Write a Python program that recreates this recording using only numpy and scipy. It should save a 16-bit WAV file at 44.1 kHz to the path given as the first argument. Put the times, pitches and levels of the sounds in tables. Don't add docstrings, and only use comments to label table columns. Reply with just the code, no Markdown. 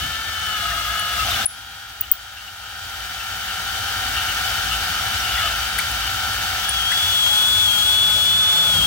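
import sys
import numpy as np
from scipy import signal
from scipy.fft import irfft, next_fast_len
from scipy.io import wavfile
from scipy.ndimage import uniform_filter1d

SR = 44100
rng = np.random.default_rng(int(sys.argv[2]) if len(sys.argv) > 2 else 0)


def wav_out(sig):
    wavfile.write(sys.argv[1], SR, np.round(np.clip(np.atleast_2d(sig).T, -1, 1) * 32767).astype(np.int16))


def elevation(decibels):
    levels = np.asarray(decibels, float)
    return 10 ** (levels / 20)


N = 390726


def evened(x):
    return x / np.sqrt(np.mean(x ** 2) + 1e-20)


def read(hz, points, values):
    return np.interp(np.log(hz + 1), np.log(np.add(points, 1)), values)


def curve(rows, t):
    s, *columns = np.transpose(rows)
    return [np.interp(t, s, c) for c in columns]


def cusps(rows, t, point=1):
    s, reach, *columns = np.transpose(rows)
    return np.array(columns) @ np.exp(-(abs(t - s[:, None]) / reach[:, None]) ** point)


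def slowly(rule):
    coarse = np.arange(0, N + 64, 64) / SR
    return lambda t: np.array([np.interp(t, coarse, row) for row in rule(coarse)])


def wander(size, count=N, db=None):
    knots = 1.205 * rng.standard_normal(count // size + 2)
    heights = knots if db is None else elevation(db * knots)
    return np.interp(np.arange(count) / size, np.arange(len(knots)), heights)


def sides(pan_db):
    return elevation(np.array([[.5], [-.5]]) * pan_db)


def tone(turns, lead, waver_db, blur):
    phase = 2 * np.pi * (turns + rng.random()) + blur * wander(size=900, count=len(turns))
    sines = np.sqrt(2) * np.sin([phase, phase - lead])
    return sines * wander(size=1800, count=len(turns), db=waver_db)


# f/Hz, likeness 0-1, left lead/rad, left minus right level/dB
PAIR_BANDS = [(60, 0.96, .2, 1.5), (200, 0.95, 0.23, 4), (400, 0.65, 0.17, -2), (780, 0.62, 0.29, 0.5),
              (1140, 1, 1.95, 5.5), (1360, 0.6, 0.59, 1.5), (1700, 0.82, 1.22, 0.5), (2370, 0.04, 1.8, 4.5),
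              (2570, 0, 0.68, 4), (2970, 0.22, 1.2, 4), (3970, 0.2, 3.2, 1.5), (5060, 0.33, 1.14, 1),
              (7900, 0.03, .3, 2), (15000, 0.05, .3, 2)]


def paired(hz, left, other):
    points = np.transpose(PAIR_BANDS)[0]
    _, same, lead, pan_db = (read(hz, points, c)[:, None] for c in np.transpose(PAIR_BANDS))
    same = np.clip(same, 0, 1)
    right = same * left * np.exp(-1j * lead) + np.sqrt(1 - same ** 2) * other
    return np.array([left * elevation(pan_db / 2), right / elevation(pan_db / 2)])


# t/s, f/Hz
ROTOR_SPEED = [(0, 441.3), (.3, 442), (.65, 422.9), (1.44, 423), (1.47, 469), (2.7, 464.7), (3.3, 458.7),
               (5.7, 458.6), (7.33, 448.2)]
# t/s, reach/s, share of speed lost
ROTOR_SAGS = [(0.0, 0.034, 0.065), (.345, 0.031, .017), (.6, .04, .018), (.73, 0.045, 0.06),
              (.87, .035, .03), (.955, .015, .018), (1.19, .05, 0.053), (1.47, .09, .014),
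              (1.95, 0.084, .012), (2.42, 0.097, .022), (3.17, 0.099, 0.016), (3.47, 0.098, .015),
              (4.11, .045, .026), (4.31, 0.044, 0.032), (4.42, .03, .015), (4.73, .04, 0.05),
              (4.85, 0.1003, 0.01004), (5.03, .03, .02), (5.26, 0.06, 0.034), (5.32, .02, .02),
              (5.425, 0.025, .05), (5.475, .045, .055), (6.1, 0.099, 0.025), (6.4, .1, .008),
              (6.58, 0.035, .028)]


def rotor_hz(t):
    return curve(ROTOR_SPEED, t)[0] * (1 - cusps(ROTOR_SAGS, t)[0])


# start t/s, end t/s
HANDOVER = (6.92, 7.38)
DUCK_S = 1.449


def stages(t, lead=0):
    late = np.interp(t + lead, HANDOVER, [0, 1])
    light = np.clip((rotor_hz(t) - 430) / 14, 0, 1) * (t > DUCK_S)
    return np.array([(1 - light) * (1 - late), light * (1 - late), late])


# t/s, level/dB
EFFORT = [(0, -34), (.23, -36.5), (.64, -33), (1.1, -33.5), (1.2, -30), (1.45, -30.5), (2.2, -31),
          (2.55, -30), (2.85, -28.5), (4.2, -30.5), (5.4, -30.5), (5.7, -31.5), (6.8, -30.5), (7.0, -28.5),
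          (7.7, -29.5), (8.4, -31), (8.86, -29.5)]
# level/dB under heavy load, running light, in the slow stage
LAYERS = [(3.5, 3, -1.5), (-4.5, -5.5, -10.5), (1.3, 0, -2)]
# t/s, reach/s, housing ring level/dB, bench thud level/dB
GRABS = [(.03, 0.081, -2, 5.5), (1.05, 0.16, -2, -5), (1.21, .04, 2.5, 1.5), (1.35, 0.085, 1.5, 4),
         (2.04, 0.043, 5, 7), (4.17, .05, 2, 4), (5.4, 0.065, 3, 3.5), (6.1, 0.89, -1.5, 0),
         (7.71, 0.22, -2.5, 0.5), (8.15, 0.11, 1, 2.5), (8.55, 0.096, 4, -2.5), (8.8, 0.13, 0.5, 12)]


def loudness(t):
    air = curve(EFFORT, t)[0]
    ring, thud = cusps(GRABS, t)
    ease_s, gear_share = 0.39, 0.15
    return [air, *(air + np.array(LAYERS) @ stages(t, ease_s) + [ring, thud, gear_share * thud])]


def modes(table, hz, t):
    shapes = np.array([1 / (1 + ((hz - f) / w) ** 2) ** 2 for f, w, *_ in table])
    power = shapes.T @ elevation(2 * np.array(table)[:, 2:]) @ stages(t)
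    return power / power.sum(0)


def peaks_db(table, hz):
    return sum(db / (1 + (2 * (hz - f) / w) ** 2) for f, w, db in table)


EDGE_HZ = 15880
# f/Hz, width/Hz, level/dB under heavy load, running light, in the slow stage
HOUSING = [(596, 143, -24, -25, -8.5), (680, 50, -6, -16, -8.5), (761, 54, -10, -5, -14),
           (1267, 31, 6.5, -2, 2), (1373, 117, 0, -4, -0.5), (1543, 200, -4, -4, -8),
           (1745, 220, -5, -7.5, -13), (2220, 210, -6.5, -10, -6.5)]
# f/Hz, width/Hz, level/dB (heavy, light, slow stage)
GEARBOX = [(2833, 190, 2, 0, -15), (3030, 140, -4, 1, -8), (3480, 500, 1, -1, -16),
           (3430, 67, -10, -16, -17), (3860, 1080, -6.5, -7.5, -1)]
# f/Hz, level/dB per Hz, change/dB once the slow stage runs
HISS = [(200, -55, 0), (293, -25.5, 9.5), (605, -18.5, -24), (765, -9.5, -1.5), (1150, -15, 3.5),
        (1410, -7.5, -2.5), (1930, -11.5, -3.5), (3130, -9.5, 2.5), (4100, -11, -1), (6180, -13.5, 2),
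        (8300, -17.5, 6), (11200, -18.5, 3), (13500, -17, 4.5), (15500, -14.5, 1.5)]
# f/Hz, width/Hz, level/dB
AIR_PEAKS = [(4300, 150, 4), (4550, 200, 5.5), (4967, 93, 8), (5550, 130, 6.5), (6070, 230, 7),
             (7400, 360, 3.5), (7770, 280, 3.5), (9370, 120, 6), (10200, 400, 3.5), (10500, 100, 4)]
# f/Hz, width/Hz, level/dB
LATE_PEAKS = [(6900, 160, 4), (7330, 100, 3), (7900, 100, 0.5), (8300, 110, 3), (8800, 130, 4)]


def cutting():
    frames, hz = N // 256 + 5, np.fft.rfftfreq(1024, 1 / SR)
    t = np.arange(frames) * 256 / SR
    air, body, _, gear = loudness(t)
    f, hiss_db, change_db = np.transpose(HISS)
    bumps, late = peaks_db(AIR_PEAKS, hz), peaks_db(LATE_PEAKS, hz)
    hiss = elevation(2 * (read(hz, f, hiss_db) + bumps)) * (hz < EDGE_HZ)
    hiss /= hiss[(hz > 4000) & (hz < 8500)].sum()
    late_change_db = read(hz, f, change_db) - 0.67 * bumps + late
    power = modes(HOUSING, hz, t) * elevation(2 * (body + 1.0))
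    power += modes(GEARBOX, hz, t) * elevation(2 * (gear + 4.0))
    power += hiss[:, None] * elevation(2 * (air + 3.0 + np.outer(late_change_db, stages(t)[2])))

    a, b, c, d, patches = rng.standard_normal((frames, 513, 5)).T
    flutter = evened(uniform_filter1d(patches[0], size=3))
    patches = uniform_filter1d(uniform_filter1d(patches, size=10, axis=0), size=9, axis=1)
    uneven = elevation(0.66 * evened(patches) + 0.5 * flutter)
    spectra = paired(hz, a + 1j * b, c + 1j * d) * np.sqrt(power) * uneven
    return 0.87 * signal.istft(spectra, nperseg=1024, noverlap=768)[1][:, :N]


# f/Hz, level/dB per Hz
RUMBLE = [(20, -47), (32, -25), (42, -18), (56, 5.5), (72, -3), (92, 1), (115, -6), (138, -29.5),
          (190, -21), (270, -16.5), (340, -24.5), (450, -26.5), (600, -40)]
# f/Hz, change/dB
RUMBLE_LATE = [(30, -4), (56, -5), (80, 1), (110, 3), (160, 0)]
# f/Hz, width/Hz
PANEL = (162.8, 15)


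def bench():
    size = next_fast_len(N, True)
    hz, t = np.fft.rfftfreq(size, 1 / SR)[:6000], np.arange(N) / SR
    a, b, c, d = rng.standard_normal((4, len(hz), 1))
    shake = paired(hz, a + 1j * b, c + 1j * d)[..., 0]

    def shaken(gain):
        return evened(irfft(shake * gain, size)[:, :N])

    early_db = read(hz, *np.transpose(RUMBLE))
    early = shaken(elevation(early_db))
    late = shaken(elevation(early_db + read(hz, *np.transpose(RUMBLE_LATE))))
    rumble = early + (late - early) * np.interp(t, HANDOVER, [0, 1])
    hum = shaken(1 / (1 + ((hz - PANEL[0]) / PANEL[1]) ** 2))
    air, _, rumble_db, _ = slowly(loudness)(t)
    hum_db = air - 21.5 + np.interp(t, [7.95, 8.3], [0, 9.8])
    return rumble * elevation(rumble_db) * wander(size=5000, db=1.0) + hum * elevation(hum_db)


# multiple of rotor speed, then level/dB and
# left minus right level/dB under heavy load, and the same two running light
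ROTOR_TONES = [(1.0, -34, -11, -32.5, -4), (1.25, -34, 8, -29, 1), (1.64, -23.5, 0, -18.5, 11),
               (1.74, -20.5, 9, -17, 10.5), (2.0, -20, -1, -21.5, 11), (2.75, -32, 2, -21, 5),
               (3.0, -11, -2, -6.5, -2.5), (3.16, -12.5, -6, -17, 1), (3.21, -14, 6, -9.5, 2),
               (3.38, -15, -6, -12, 1), (3.59, -13, 0, -17.5, 8), (4.0, -8.5, 12.5, -16.5, 7),
               (5.02, -20.5, -2, -19, -1), (5.12, -14.5, 8, -18, -2), (6.56, -24, 11, -17.5, 11),
               (7.0, -7.5, 6, -15.5, 4), (8.0, -16, 3, -19, -14), (8.4, -14, 3, -19.5, -3),
               (9.98, -20, -5.5, -20.5, -16)]
# f/Hz, width/Hz, level/dB
SHELLS = [(3280, 38, 8), (3000, 55, 7), (3370, 50, 5), (1272, 32, 9)]
# t/s, reach/s, level/dB
TONE_SWELLS = [(.2, 0.13, 2), (.45, .14, 1), (.65, .06, 0.5), (1.03, 0.13, 3), (1.72, 0.16, 1.5),
               (2.08, 0.098, -7.5), (2.26, .05, 1), (2.4, .05, 0), (2.9, 0.14, 0.5), (3.9, .15, 1),
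               (5.65, .12, 0.5), (6.22, .08, 2), (6.85, .2, -2)]
# start t/s, end t/s, level/dB
BIND = (1.16, 1.46, -13)


def motor():
    t = np.arange(int(HANDOVER[1] * SR)) / SR

    def load(c):
        choke_db = -55 * cusps(ROTOR_SAGS, c)[0]
        body = loudness(c)[1] + choke_db + cusps(TONE_SWELLS, c, point=2)[0]
        return [*stages(c), rotor_hz(c), body]

    heavy, light, _, hz, body = slowly(load)(t)
    unsteady = .0012 * wander(size=3000, count=len(t))
    unsteady += (.003 + .001 * heavy) * wander(size=900, count=len(t))
    turns = np.cumsum(hz * (1 + unsteady)) / SR
    out = np.zeros((2, N))
    for k, heavy_db, heavy_pan, light_db, light_pan in ROTOR_TONES:
        def shell_db(c):
            return [sum(db / (1 + ((k * rotor_hz(c) - f) / w) ** 2) for f, w, db in SHELLS)]

        gain = heavy * elevation(heavy_db) * sides(heavy_pan) + light * elevation(light_db) * sides(light_pan)
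        gain *= elevation(slowly(shell_db)(t)[0])
        out[:, :len(t)] += gain * tone(k * turns, lead=.8, waver_db=1.3, blur=.3)
    bound = np.clip((t - BIND[0]) / 0.063, 0, 1) * (t < BIND[1])
    out[:, :len(t)] *= elevation(body + BIND[2] * bound + .5)
    return out


def shaken_metal(rows):
    out = np.zeros((2, N))
    for s, length, hz, width, db in rows:
        t = np.arange(int(length * SR)) / SR
        poles = [np.exp(-1.5 * np.pi * width / SR)] * 2
        shake = signal.lfilter([1], np.poly(poles), rng.standard_normal((2, SR)))[:, :len(t)]
        ring = evened(shake[0] * np.cos(2 * np.pi * hz * t) + shake[1] * np.sin(2 * np.pi * hz * t))
        ring = ring * wander(size=220, count=len(t), db=2.5) * signal.windows.tukey(len(t), .4)
        out[:, int(s * SR):][:, :len(t)] += elevation(db) * sides(4.5) * ring
    return out


# t/s, length/s, f/Hz, width/Hz, level/dB
MORE_JUDDERS = [(5.783, 0.016, 4450, 250, -33), (5.2, 0.013, 5700, 134, -34), (5.785, 0.011, 8800, 500, -27.5),
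                (5.784, 0.008, 12500, 5200, -25.5), (5.8, 0.0058, 6040, 4000, -28.5),
                (6.915, 0.01, 9100, 2500, -32), (0, .14, 150, 25, -45), (.7, .035, 1820, 60, -36),
                (1.38, .07, 200, 30, -48), (3.19, .04, 2720, 80, -41), (1.24, .06, 740, 40, -37),
                (5.015, .02, 3400, 250, -35)]


def more_judders():
    return shaken_metal(MORE_JUDDERS)


# t/s, length/s, f/Hz, width/Hz, level/dB
JUDDERS = [(1.165, 0.08, 1280, 11, -30), (.58, 0.44, 1280, 43, -34), (2.09, 0.059, 3100, 200, -48),
           (2.01, 0.045, 2780, 120, -46), (.55, 0.69, 690, 30, -45), (1.26, 0.056, 720, 63, -38),
           (1.35, 0.1023, 1550, 130, -33.5), (1.18, 0.033, 2750, 100, -31.5), (1.4, .04, 3600, 80, -35),
           (1.22, .1, 2950, 250, -33), (1.33, .04, 3370, 79, -31), (1.3, 0.032, 3610, 230, -29.5),
           (1.327, 0.024, 2950, 270, -26), (1.3, 0.033, 1270, 90, -29), (1.2, 0.278, 757, 89, -40),
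           (5.4, 0.13, 680, 51, -40), (2.005, 0.05, 2920, 140, -42.5), (1.4612, .0055, 2500, 5900, -38),
           (3.48, 0.042, 2950, 150, -36), (2.6, 0.16, 2950, 380, -48), (4.15, .08, 2920, 250, -30.5),
           (4.28, 0.054, 2950, 230, -32.5), (8.15, .06, 630, 60, -40.5), (8.58, .05, 620, 60, -41),
           (8.66, 0.049, 640, 72, -41), (5.34, 0.096, 2000, 330, -36.5), (7.08, .08, 2950, 200, -34.5),
           (4.7, .06, 2845, 200, -32), (5.18, 0.4, 2900, 260, -32), (5.3, 0.2, 3400, 110, -33),
           (5.368, 0.023, 1970, 80, -29.5), (2.455, 0.048, 2900, 200, -44), (6.0, 0.11, 3000, 183, -34.5),
           (7, 0.09, 2980, 180, -40), (2.365, 0.053, 2850, 200, -43), (5.452, 0.03, 1270, 60, -29.5)]


def judders():
    return shaken_metal(JUDDERS)


# t/s, length/s, first f/Hz, level/dB, left minus right level/dB
SQUEAKS = [(0.993, 0.0087, 10300, -25, 12), (1.1997, .005, 15100, -27, 1), (1.31, .005, 13000, -26, -5),
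           (1.456, 0.0045, 9780, -12.5, 11), (1.4585, 0.01, 10050, -12.5, 12),
           (2.008, 0.01, 15480, -10, 1.5), (2.1145, 0.0086, 15500, -2.5, 5), (2.12, .006, 15450, -16, 9),
           (5.7837, 0.0057, 1484, -17, 5), (5.787, 0.0096, 1900, -18.5, 11), (5.792, 0.01, 2130, -16.5, 7),
           (5.914, 0.0048, 10200, -27, 1), (6.333, 0.0056, 9500, -27, -1.5), (6.681, 0.011, 1560, -23, -6),
           (6.691, 0.0047, 9350, -14.5, 9), (6.694, 0.005, 9850, -17, 5), (6.916, 0.0072, 1630, -16.5, 5),
           (6.919, 0.016, 1888, -23, 11), (6.92, .008, 7400, -30, 8)]
# f/Hz, share of pitch
GLIDE = [(1400, 0.12), (10000, 0.05), (15400, -0.025)]


def squeaks():
    out = np.zeros((2, N))
    for s, length, first_hz, db, pan in SQUEAKS:
        u = np.linspace(0, 1, int(length * SR))
        hz = first_hz * (1 + read(first_hz, *np.transpose(GLIDE)) * u)
        phase = 2 * np.pi * np.cumsum(hz) / SR
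        grip = 1 + 0.2 * np.sin(2 * np.pi * (250 * length * u + rng.random((2, 1))))
        envelope = signal.windows.tukey(len(u), .7) * elevation(2.5 - 5.3 * u)
        out[:, int(s * SR):][:, :len(u)] += elevation(db - 0.5) * sides(pan) * np.sin(phase) * grip * envelope
    return out


def duck():
    fall_s, hold_s, recover_s, settle_s = 0.0084, 1.125, 1.89, 0.035
    since = np.arange(N) / SR - DUCK_S
    held_db = -14 * np.clip(1 - (since - hold_s) / recover_s, 0, 1) ** 1.39
    overshoot_db = -15 * np.exp(-abs(since / settle_s) ** 2)
    return elevation(np.clip(since / fall_s, 0, 1) * (held_db + overshoot_db))


# t/s, time to sink/s, time to recover/s, share of speed lost
STAGE_SAGS = [
    (6.84, 0.081, 0.07, .058),
    (7.26, 0.072, .11, 0.033),
    (7.69, .03, 0.046, .029),
    (7.77, 0.061, 0.085, .037),
    (8.07, .2, .1, 0.0061),
    (8.19, 0.061, 0.07, 0.014),
    (8.78, 0.085, 0.28, 0.046),
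    (8.757, 0.0041, .006, 0.022),
    (8.81, 0.003, 0.016, 0.045),
]
# t/s, level/dB, left minus right level/dB, left lead/rad
WHINE = [(6.5, -55, 3, 2.3), (6.66, -36, 4, 2.3), (6.8, -30, 6.5, 2.74), (6.94, -28.5, 5.5, 2.7),
         (7.02, -26.5, 2, 2.1), (7.14, -26.5, 4.5, 2.5), (7.31, -24, 6, 3.05), (7.43, -23.5, 3.5, 2.3),
         (7.55, -23.5, 3.5, 2.06), (7.67, -24.5, 7, 2.8), (7.84, -24.5, 6, 2.65), (7.94, -22.5, 3, 1.86),
         (8.04, -23, 2.5, 1.85), (8.2, -24, 7, 2.2), (8.3, -23.5, 1.5, 2.3), (8.55, -23.5, 0.5, 2.6),
         (8.7, -23.5, 4, 2.18), (8.86, -24.5, 7.5, 2.2)]
# multiple of shaft speed, level/dB, left minus right level/dB
STAGE_TONES = [(1.0, -52.5, 0), (4.0, -44.5, -5.5), (5.0, -48, -6), (6.98, -38.5, -3), (8.0, -51, -13),
               (12.0, -52, 9), (13.51, -43.5, -2.5), (14.0, -40.5, -4), (17.0, -55, 4), (20.0, -44, 12)]


def slow_stage():
    t = np.arange(int(WHINE[0][0] * SR), N) / SR
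    sag = sum(share * np.exp(-(abs(t - s) / np.where(t < s, sink, recover)) ** 1.4)
              for s, sink, recover, share in STAGE_SAGS)
    hz = (212.5 + 1.65 * (t - t[0])) * (1 - sag)
    whine_db, pan_db, lead = curve(WHINE, t)
    wobble = (0.0015 + 0.007 * np.clip((213 - hz) / 8, 0, 1)) * wander(size=500, count=len(t))
    turns = np.cumsum(uniform_filter1d(hz, size=400) * (1 + wobble)) / SR

    whine = elevation(whine_db - 15 * sag + 6.5) * sides(pan_db) * tone(16 * turns, lead, 0.23, 0.39)
    whine *= np.clip((t - t[0]) / .15, 0, 1)
    whine *= wander(size=70, count=len(t), db=1.0) * wander(size=25, count=len(t), db=1.06)
    rest = sum(elevation(db) * sides(pan) * tone(k * turns, 0.84, 2.24, 0.044 * k) for k, db, pan in STAGE_TONES)
    whole = whine + rest * np.interp(t, HANDOVER, [0, 1])
    return np.pad(whole, ((0, 0), (N - len(t), 0)))


def garage(x):
    wall_t60_s, top_t60_s, top_hz, wall_db = 0.28, 0.14, 12500, -14
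    taps, t = np.zeros((2, 12000)), np.arange(12000) / SR
    at = np.arange(300, 11980, 20) + rng.integers(0, 20, (2, 584))
    np.put_along_axis(taps, at, rng.choice([-1., 1.], at.shape), 1)
    low = signal.oaconvolve(taps, signal.firwin(101, top_hz, fs=SR)[None], "same")
    taps = low * elevation(-60 * t / wall_t60_s) + (taps - low) * elevation(-60 * t / top_t60_s)
    taps /= np.linalg.norm(taps[0])
    return elevation(wall_db) * signal.fftconvolve(x.mean(0)[None], taps, axes=1)[:, :N]


def scene():
    sharp = more_judders() + judders() + squeaks() + slow_stage()
    return duck() * (cutting() + bench() + motor()) + sharp + garage(sharp)


def top_cut(x):
    return signal.sosfilt(signal.butter(12, 17080, fs=SR, output="sos"), x)


def record(dry):
    edge = signal.firwin(511, EDGE_HZ + 100, window=("kaiser", 8), fs=SR)
    mix = np.clip(signal.oaconvolve(dry, edge[None], "same"), -1, 1)
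    return top_cut(mix)


dry = scene()
out = record(dry)
wav_out(out)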